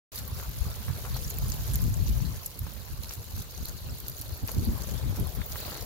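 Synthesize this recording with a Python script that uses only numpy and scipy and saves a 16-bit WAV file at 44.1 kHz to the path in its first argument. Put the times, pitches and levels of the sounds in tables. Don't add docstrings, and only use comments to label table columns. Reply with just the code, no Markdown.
import sys
import numpy as np
from scipy import signal
from scipy.fft import rfft, irfft, next_fast_len
from scipy.io import wavfile
from scipy.ndimage import uniform_filter1d

SR = 44100
rng = np.random.default_rng(int(sys.argv[2]) if len(sys.argv) > 2 else 0)


def put_to_file(sound):
    columns = np.atleast_2d(sound).T
    safe = np.clip(columns, -1, 1)
    whole_steps = np.round(safe * 32767)
    wavfile.write(sys.argv[1], SR, whole_steps.astype(np.int16))


N = 257984
TIME = np.arange(N) / SR

# time_s, relative_db
CRACKLE_LEVEL = [(0.12, -52.5), (0.6, -48.5), (1.0, -47), (1.3, -46), (1.8, -45), (2.42, -49),
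                 (2.55, -53.5), (2.7, -49.5), (2.95, -51.5), (3.7, -51), (4.4, -52.5), (4.8, -45.5),
                 (5.05, -50.5), (5.43, -50.5), (5.58, -46), (5.85, -48.5)]
# peak_s, boost_db
FLURRY_PEAKS = [(0.171, 11), (0.39, 6.5), (1.15, 1), (1.25, 3), (1.51, 2.5), (1.74, 1.5), (3.13, 5),
                (3.38, 5), (3.57, 2), (3.67, 4.5), (3.93, 2.5), (4.08, 2.5), (4.22, 5.5), (4.33, 4),
                (4.51, 5.5), (5.22, 2)]
# frequency_hz, relative_db
CRACKLE_SPECTRUM = [(1500, -4.5), (2400, -7), (3300, -7), (4300, -2), (5400, -4), (6800, -1.5),
                    (8400, -11.5), (9700, -6.5), (11000, -2), (12100, 1.5), (13500, 0), (15600, -6)]
def crackle(level_db=3.0, ticks_db=-7.0, clicks_db=-3.5, far_db=-4.0, clump_db=4.5):
    ticks = shower(count=2000, low_hz=2500, high_hz=16000, decay_s=.0016, octaves=.07, spread_db=3.6,
                   lag_ms=0.178, lag_spread_ms=0.492, scatter_db=-10.5, size=768)
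    clicks = shower(count=1700, low_hz=2900, high_hz=15700, decay_s=0.00067, octaves=1.0, spread_db=1.0,
                    lag_ms=0.186, lag_spread_ms=0.298, scatter_db=-6.5, size=512)
    clumps = unit_rms(uniform_filter1d(rng.standard_normal(N), size=800))
    clicks *= gain_of(clump_db * np.minimum(clumps, 2))
    far = gain_of(far_db) * rng.standard_normal((2, N))
    grains = gain_of(ticks_db) * unit_rms(ticks) + gain_of(clicks_db) * unit_rms(clicks) + far
    flurries_db = sum(db * swell(s, half_width_s=0.046) for s, db in FLURRY_PEAKS)
    gain = gain_of(follow(CRACKLE_LEVEL)[0] + flurries_db + level_db)
    return gain * coloured(grains, CRACKLE_SPECTRUM)


# start_s, level_db, pitch_hz, decay_s
CLOSE_TICKS = [(0.1586, -37, 11900, .0036), (0.278, -36.5, 12500, 0.00041), (0.5876, -39, 12800, 0.00036),
               (1.302, -32.5, 12300, .0005), (1.3858, -30.5, 12500, .001), (1.4833, -37, 11300, .001),
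               (1.52, -33.5, 6300, 0.00059), (1.7354, -32.5, 11600, 0.0015), (1.7427, -34.5, 7250, 0.00044),
               (1.7567, -25, 12600, 0.0027), (1.8185, -35, 12100, 0.0018), (1.8405, -40.5, 7460, 0.00069),
               (1.9418, -38.5, 7300, 0.00045), (2.1755, -43, 14100, .0007), (2.46, -28.5, 12000, 0.003),
               (2.464, -38.5, 7100, 0.0024), (2.5914, -33.5, 12600, 0.0022), (3.036, -49, 12200, 0.0011),
               (3.093, -38, 5860, 0.003), (3.1362, -36.5, 12000, 0.0028), (3.242, -44, 12100, 0.0018),
               (3.6558, -34, 12600, 0.0013), (4.002, -37, 13700, .0005), (4.0827, -30.5, 13600, 0.0011),
               (4.0972, -34, 13100, 0.0022), (4.1829, -41, 14300, .0004), (4.2136, -34, 12000, 0.0015),
               (4.4763, -33.5, 12700, 0.00062), (4.517, -33, 12500, .0009), (4.6506, -36.5, 11200, .0019),
               (4.834, -43, 7000, 0.0033), (5.198, -35.5, 11800, 0.0045), (5.2709, -38, 11100, .0016),
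               (5.351, -39, 12900, 0.0024)]
def close_grains(tick_pan_db=0.5, body_db=-15, body_hz=5200):
    tick_rows = [(*row, tick_pan_db) for row in CLOSE_TICKS]
    body_rows = [(s, db + body_db, body_hz, decay_s, 0) for s, db, _, decay_s in CLOSE_TICKS]
    ticks = strikes(tick_rows, rise_s=.000088, octaves=.21, lag_ms=.411, scatter_db=-20, scatter_s=.0049)
    bodies = strikes(body_rows, rise_s=.0003, octaves=.64, lag_ms=.18, scatter_db=-14, scatter_s=.012)
    return ticks + bodies


# start_s, level_db, pitch_hz, decay_s, pan_db (left minus right), width_octaves
KNOCKS_AND_CLICKS = [(0.3986, -41.5, 1090, 0.00077, 9, 0.83), (0.882, -42, 1060, 0.0022, 4, 0.58),
                     (1.051, -41.5, 1260, .001, 3, 0.43), (1.1635, -38.5, 830, 0.0039, 8, 0.48),
                     (2.6666, -43.5, 740, .0044, 3, 0.62), (3.108, -41.5, 1200, .0025, 3, 1.3),
                     (3.706, -54, 780, 0.002, 3, 0.65), (4.4835, -39, 1490, 0.00081, 16, 1.8),
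                     (4.4913, -36, 684, 0.00027, 12, 0.96), (5.4163, -39.5, 1500, .001, 3, 0.5),
                     (5.5569, -38.5, 1400, 0.00088, -1, 0.65), (5.6789, -39, 600, 0.002, 2, 0.76),
                     (5.7183, -40.5, 920, 0.0013, 4, 0.72)]
def knocks():
    rows = np.array(KNOCKS_AND_CLICKS)
    widths = rows[:, -1, None, None]
    return strikes(rows[:, :-1], rise_s=.00047, octaves=widths, lag_ms=-.1, scatter_db=-16, scatter_s=.0055)


# start_s, level_db
PLATE_CHINKS = [(0.175, -39), (1.1418, -37), (2.251, -41), (3.0343, -42), (3.6518, -39), (3.668, -46),
                (4.3245, -43.5), (4.642, -40.5)]
# time_s, level_db
JOSTLE_LEVEL = [(0.1, -58.5), (2.6, -61), (3.7, -55.5), (5.48, -67.5), (5.58, -47.5), (5.77, -47),
                (5.85, -59)]
def shards(pitch_hz=4320, decay_s=.0019, pan_db=-1.5):
    faint = shower(count=1400, low_hz=4010, high_hz=4500, decay_s=0.0018, octaves=0.12, spread_db=1.0,
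                   lag_ms=0., lag_spread_ms=0.41, scatter_db=10.0, size=1024)
    rows = [(s, db, pitch_hz, decay_s, pan_db) for s, db in PLATE_CHINKS]
    clear = strikes(rows, rise_s=0.0015, octaves=0.12, lag_ms=0.038, scatter_db=-18.5, scatter_s=0.039)
    return gain_of(follow(JOSTLE_LEVEL)[0]) * unit_rms(faint) + clear


# time_s, level_db
SIZZLE_LEVEL = [(0.1, -54), (3.0, -56), (3.9, -58), (4.9, -59), (5.43, -52), (5.48, -40), (5.52, -48),
                (5.7, -47), (5.85, -52)]
def sizzle():
    ticks = shower(count=1200, low_hz=14100, high_hz=15700, decay_s=0.0014, octaves=0.058, spread_db=4.0,
                   lag_ms=0., lag_spread_ms=0.056, scatter_db=-10, size=768)
    return gain_of(follow(SIZZLE_LEVEL)[0]) * sides(pan_db=1.8)[:, None] * unit_rms(ticks)


# time_s, level_db, pan_db
GURGLE_LEVEL = [(0.1, -58.5, 4), (1.2, -66, 14), (1.55, -52, 3), (2.4, -61.5, 1.5), (4.4, -55, 2),
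                (4.8, -48.5, -12), (5.35, -50, -12), (5.48, -61, 5), (5.62, -46.5, -2), (5.85, -51, -4)]
def gurgle():
    plops = shower(count=700, low_hz=240, high_hz=676, decay_s=0.0024, octaves=0.52, spread_db=1.0,
                   lag_ms=-0.086, lag_spread_ms=0.4, scatter_db=-16.5, size=1024)
    level_db, pan_db = follow(GURGLE_LEVEL)
    return gain_of(level_db) * sides(pan_db) * unit_rms(plops)


# time_s, relative_db, pan_db
BREEZE_LEVEL = [(0.12, -45.5, 2), (0.5, -40, 0), (1.3, -41.5, -1.5), (1.7, -36.5, 2), (2.28, -37, 1),
                (2.48, -47.5, -11), (2.8, -41.5, -16), (3.1, -44.5, -1.5), (3.8, -45, 3.5), (4.05, -50, 4),
                (4.4, -43, -0.5), (4.8, -38, 14), (5.3, -37, 20), (5.48, -43.5, -5), (5.85, -46, 16)]
# peak_s, half_width_s, relative_db, pan_db
GUST_PEAKS = [(0.22, 0.017, -45.5, 12), (0.41, 0.016, -44, 0), (0.67, 0.02, -34, -1),
              (0.9, 0.026, -32.5, -19), (1.15, 0.064, -35, 16), (1.43, 0.065, -33, 2),
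              (1.63, 0.038, -37.5, -2), (1.852, 0.041, -25, 7.5), (2.008, .03, -26, 10),
              (2.098, 0.034, -28.5, -2), (2.21, 0.079, -29.5, 18), (2.631, 0.024, -36.5, 0),
              (2.93, 0.015, -38.5, 8), (3.34, 0.013, -37, -2), (3.63, 0.018, -39.5, 5),
              (3.9, 0.055, -38.5, -2), (4.583, 0.031, -32, -1.5), (4.698, 0.036, -32, 2),
              (5.08, 0.048, -31.5, 5.5), (5.201, 0.016, -29.5, -4)]
# frequency_hz, relative_db
RUMBLE_SPECTRUM = [(12, -34), (20, -27), (49, 3), (83, 1.5), (108, -0.5), (240, -13.5), (286, -17.5),
                   (433, -26.5), (720, -57), (900, -43), (1170, -66), (1980, -120)]
# time_s, relative_db, pan_db
ROUGHNESS = [(0.1, -3, -1), (1.5, -13.5, 2), (2.1, -5, -9), (3.2, -3.5, -1), (4.44, 2, -2), (4.56, 8.5, 1),
             (4.7, 10, -4.5), (4.85, 6.5, -16.5), (5.25, 0.5, -7), (5.85, -14, -4)]
def wind(level_db=3.5, small_eddy_hz=190, brighten=0.6, calm_db=-31, flutter_db=3.5, port_flutter_db=2.5):
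    breeze_db, pan_db = follow(BREEZE_LEVEL)
    drift = uniform_filter1d(uniform_filter1d(rng.standard_normal((3, N)), size=1700), size=800)
    shared, *per_port = [unit_rms(row) for row in drift]
    puffs_db = breeze_db + flutter_db * shared + port_flutter_db * np.array(per_port)
    power = (gain_of(puffs_db) * sides(pan_db)) ** 2
    for s, half_width_s, db, side_db in GUST_PEAKS:
        power += (gain_of(db) * sides(side_db)[:, None]) ** 2 * swell(s, half_width_s)
    push = np.sqrt(power)
    eddies = coloured(rng.standard_normal((2, N)), RUMBLE_SPECTRUM)
    eddies /= np.sqrt(uniform_filter1d(eddies ** 2, size=3000, axis=1) + 1e-6)
    large = signal.sosfiltfilt(signal.butter(2, small_eddy_hz, fs=SR, output="sos"), eddies)
    rough_db, rough_pan_db = follow(ROUGHNESS)
    brightness = (push / gain_of(calm_db)) ** brighten
    small = (eddies - large) * gain_of(rough_db) * sides(rough_pan_db) * brightness
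    return gain_of(level_db) * push * (large + small)


# start_s, relative_db, pitch_hz, pan_db
EDDY_SLAPS = [(0.601, -15.5, 62.5, 32), (0.892, -27, 139.4, -21), (1.836, -11.5, 84, 27),
              (1.865, -29, 55, 20), (2.602, -21.5, 95.5, 0), (3.166, -30.5, 104, 5), (4.313, -25, 83, 3),
              (4.57, -16.5, 102, -2), (4.663, -24, 220.6, 0), (4.68, -17, 64.4, -1)]
def buffets(level_db=-3, length_s=0.036):
    out, t = np.zeros((2, N)), np.arange(0, length_s, 1 / SR)
    for s, db, hz, pan_db in EDDY_SLAPS:
        swing = np.sin(2 * np.pi * (hz * t + rng.random())) * np.hanning(len(t))
        add(out, s, gain_of(db + level_db) * sides(pan_db)[:, None] * swing)
    return out


# time_s, relative_db
SHORE_LEVEL = [(0.12, -55.5), (0.75, -52), (1.3, -54.5), (1.72, -52), (1.95, -57), (2.3, -53),
               (2.55, -58.5), (2.68, -56.5), (2.85, -57.5), (3.9, -58.5), (4.45, -57.5), (4.9, -51.5),
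               (5.47, -54.5), (5.72, -49), (5.85, -54)]
# frequency_hz, relative_db
WASH_SPECTRUM = [(40, -21.5), (150, 3), (300, -9), (450, -1), (720, -7), (1100, -5), (1550, -7.5),
                 (1950, -13), (3000, -10.5), (4300, -13), (8000, -19), (16000, -15)]
# frequency_hz, coherence (0 to 1)
WASH_COHERENCE = [(60, 1), (300, 0.42), (650, 1), (1400, 0), (2500, 0.15), (16000, 0.075)]
def wash(level_db=5.5, patchy_db=3.5, lead_ms=0.098, lap_db=3.0):
    frames, hz = N // 256 + 5, np.fft.rfftfreq(512, 1 / SR)
    *noise, patches = rng.standard_normal((5, frames, len(hz))).transpose(0, 2, 1)
    patches = unit_rms(uniform_filter1d(uniform_filter1d(patches, size=5, axis=0), size=5, axis=1))
    left, unrelated = noise[0] + 1j * noise[1], noise[2] + 1j * noise[3]
    coherence = value_at(WASH_COHERENCE, hz)[:, None]
    delay = np.exp(-2j * np.pi * hz * lead_ms / 1000)[:, None]
    right = delay * coherence * left + np.sqrt(1 - coherence ** 2) * unrelated
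    spectra = np.array([left, right]) * gain_of(value_at(WASH_SPECTRUM, hz)[:, None] + patchy_db * patches)
    air = unit_rms(signal.istft(spectra, window="cosine", nperseg=512)[1][:, :N])
    laps = np.max([swell(s, half_width_s=0.036) for s, *_ in KNOCKS_AND_CLICKS], axis=0)
    return gain_of(follow(SHORE_LEVEL)[0] + lap_db * laps + level_db) * air


def grit(level_db=-6.0):
    clicks = shower(count=450, low_hz=700, high_hz=3250, decay_s=0.00073, octaves=0.77, spread_db=2.5,
                    lag_ms=0., lag_spread_ms=0.26, scatter_db=-8, size=512)
    return gain_of(follow(SHORE_LEVEL)[0] + level_db) * unit_rms(clicks)


# frequency_hz, pan_db
PORT_SHADE = [(150, -10), (400, 0.5), (1000, 4.5), (2200, 5.5), (3200, 3), (4300, -2.5), (5500, 0),
              (7200, 8.5), (8200, -2), (9500, -7), (12000, -9), (13800, 1), (16000, -11)]
# time_s, share (0 to 1)
SHADE_SHARE = [(0.1, 0.88), (1.8, 0.93), (2.3, 0.85), (2.45, 0.17), (4.4, 0.23), (5.85, 0.11)]
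def shaded(x):
    hz, t, spectra = signal.stft(x, SR, nperseg=256)
    pan_db = value_at(PORT_SHADE, hz)[:, None] * follow(SHADE_SHARE, t)[0]
    return signal.istft(spectra * sides(pan_db), SR, nperseg=256)[1][:, :N]


def bursts(hz, rise_s, decay_s, lag_ms, octaves, scatter_db, scatter_s, size):
    t = np.arange(size) / SR - .001
    f = np.fft.rfftfreq(size, 1 / SR) + 1
    attack = 1 - np.exp(-(np.maximum(t, 0) / rise_s) ** 2)
    noise = rng.standard_normal((len(hz), 3, size)) * attack
    direct = rfft(noise[:, :1] * np.exp(-abs(t) / decay_s[:, None, None]))
    delay = np.exp(-2j * np.pi * f * lag_ms[:, None, None] * np.array([[.5], [-.5]]) / 1000)
    scatter = rfft(noise[:, 1:] * np.exp(-abs(t) / scatter_s)) * gain_of(scatter_db)
    band = 1 / (1 + (np.log2(f / hz[:, None, None]) / octaves) ** 4) ** .5
    sounds = irfft((direct * delay + scatter) * band, size)
    energy = np.mean(np.sum(sounds ** 2, axis=2), axis=1)
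    return sounds / np.sqrt(energy)[:, None, None]


def shower(count, low_hz, high_hz, decay_s, octaves, spread_db, lag_ms, lag_spread_ms, scatter_db, size):
    hz = np.linspace(low_hz, high_hz, 240)
    place, length = rng.random((2, len(hz)))
    lags_ms = lag_ms + lag_spread_ms * (2 * place - 1)
    grains = bursts(hz, 2 * decay_s, decay_s * (.5 + length), lags_ms, octaves, scatter_db, 2 * decay_s, size)
    when, spot, rank = rng.random((count, 3)).T
    heights = gain_of(spread_db * np.minimum(-np.log(1 - rank), 4))
    samples = (when * N).astype(int)[:, None] + np.arange(size)
    sounds = grains[(spot * len(hz)).astype(int)] * heights[:, None, None]
    return np.array([np.bincount(samples.ravel(), sounds[:, port].ravel(), N)[:N] for port in range(2)])


def strikes(rows, rise_s, octaves, lag_ms, scatter_db, scatter_s):
    start_s, level_db, hz, decay_s, pan_db = np.transpose(rows)
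    sounds = bursts(hz, rise_s, decay_s, np.full(len(hz), lag_ms), octaves, scatter_db, scatter_s, 2048)
    out = np.zeros((2, N))
    for s, db, side_db, sound in zip(start_s, level_db, pan_db, sounds):
        add(out, s - .001, sound * gain_of(db) * np.sqrt(.005 * SR) * sides(side_db)[:, None])
    return out


def gain_of(db):
    return 10 ** (np.asarray(db) / 20)


def unit_rms(x):
    return x / np.sqrt(np.mean(x ** 2) + 1e-20)


def value_at(spectrum, hz):
    f, value = np.transpose(spectrum)
    return np.interp(np.log(hz + 1), np.log(f + 1), value)


def follow(rows, t=TIME):
    s, *columns = np.transpose(rows)
    return [np.interp(t, s, column) for column in columns]


def swell(s, half_width_s):
    return np.exp(-((TIME - s) / half_width_s) ** 2)


def sides(pan_db):
    pair = gain_of(np.array([pan_db, -pan_db]) / 2)
    return pair / np.sqrt(np.mean(pair ** 2, axis=0))


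def add(mix, s, sound):
    part = mix[:, max(round(s * SR), 0):][:, :sound.shape[1]]
    part += sound[:, :part.shape[1]]


def coloured(x, spectrum):
    size = next_fast_len(N)
    gains = gain_of(value_at(spectrum, np.fft.rfftfreq(size, 1 / SR)))
    return unit_rms(irfft(rfft(x, size) * gains, size)[:, :N])


def scene():
    grains_and_wash = shaded(crackle() + close_grains() + grit() + wash())
    return grains_and_wash + knocks() + shards() + sizzle() + gurgle() + wind() + buffets()


def record(dry, opens_s=0.117, cutoff_hz=15850):
    opened = dry * np.clip((TIME - opens_s) / .003, 0, 1)
    lowpass = signal.firwin(511, cutoff_hz, window=("kaiser", 9), fs=SR)
    return signal.oaconvolve(opened, lowpass[None], "same")


dry = scene()
out = record(dry)
put_to_file(out)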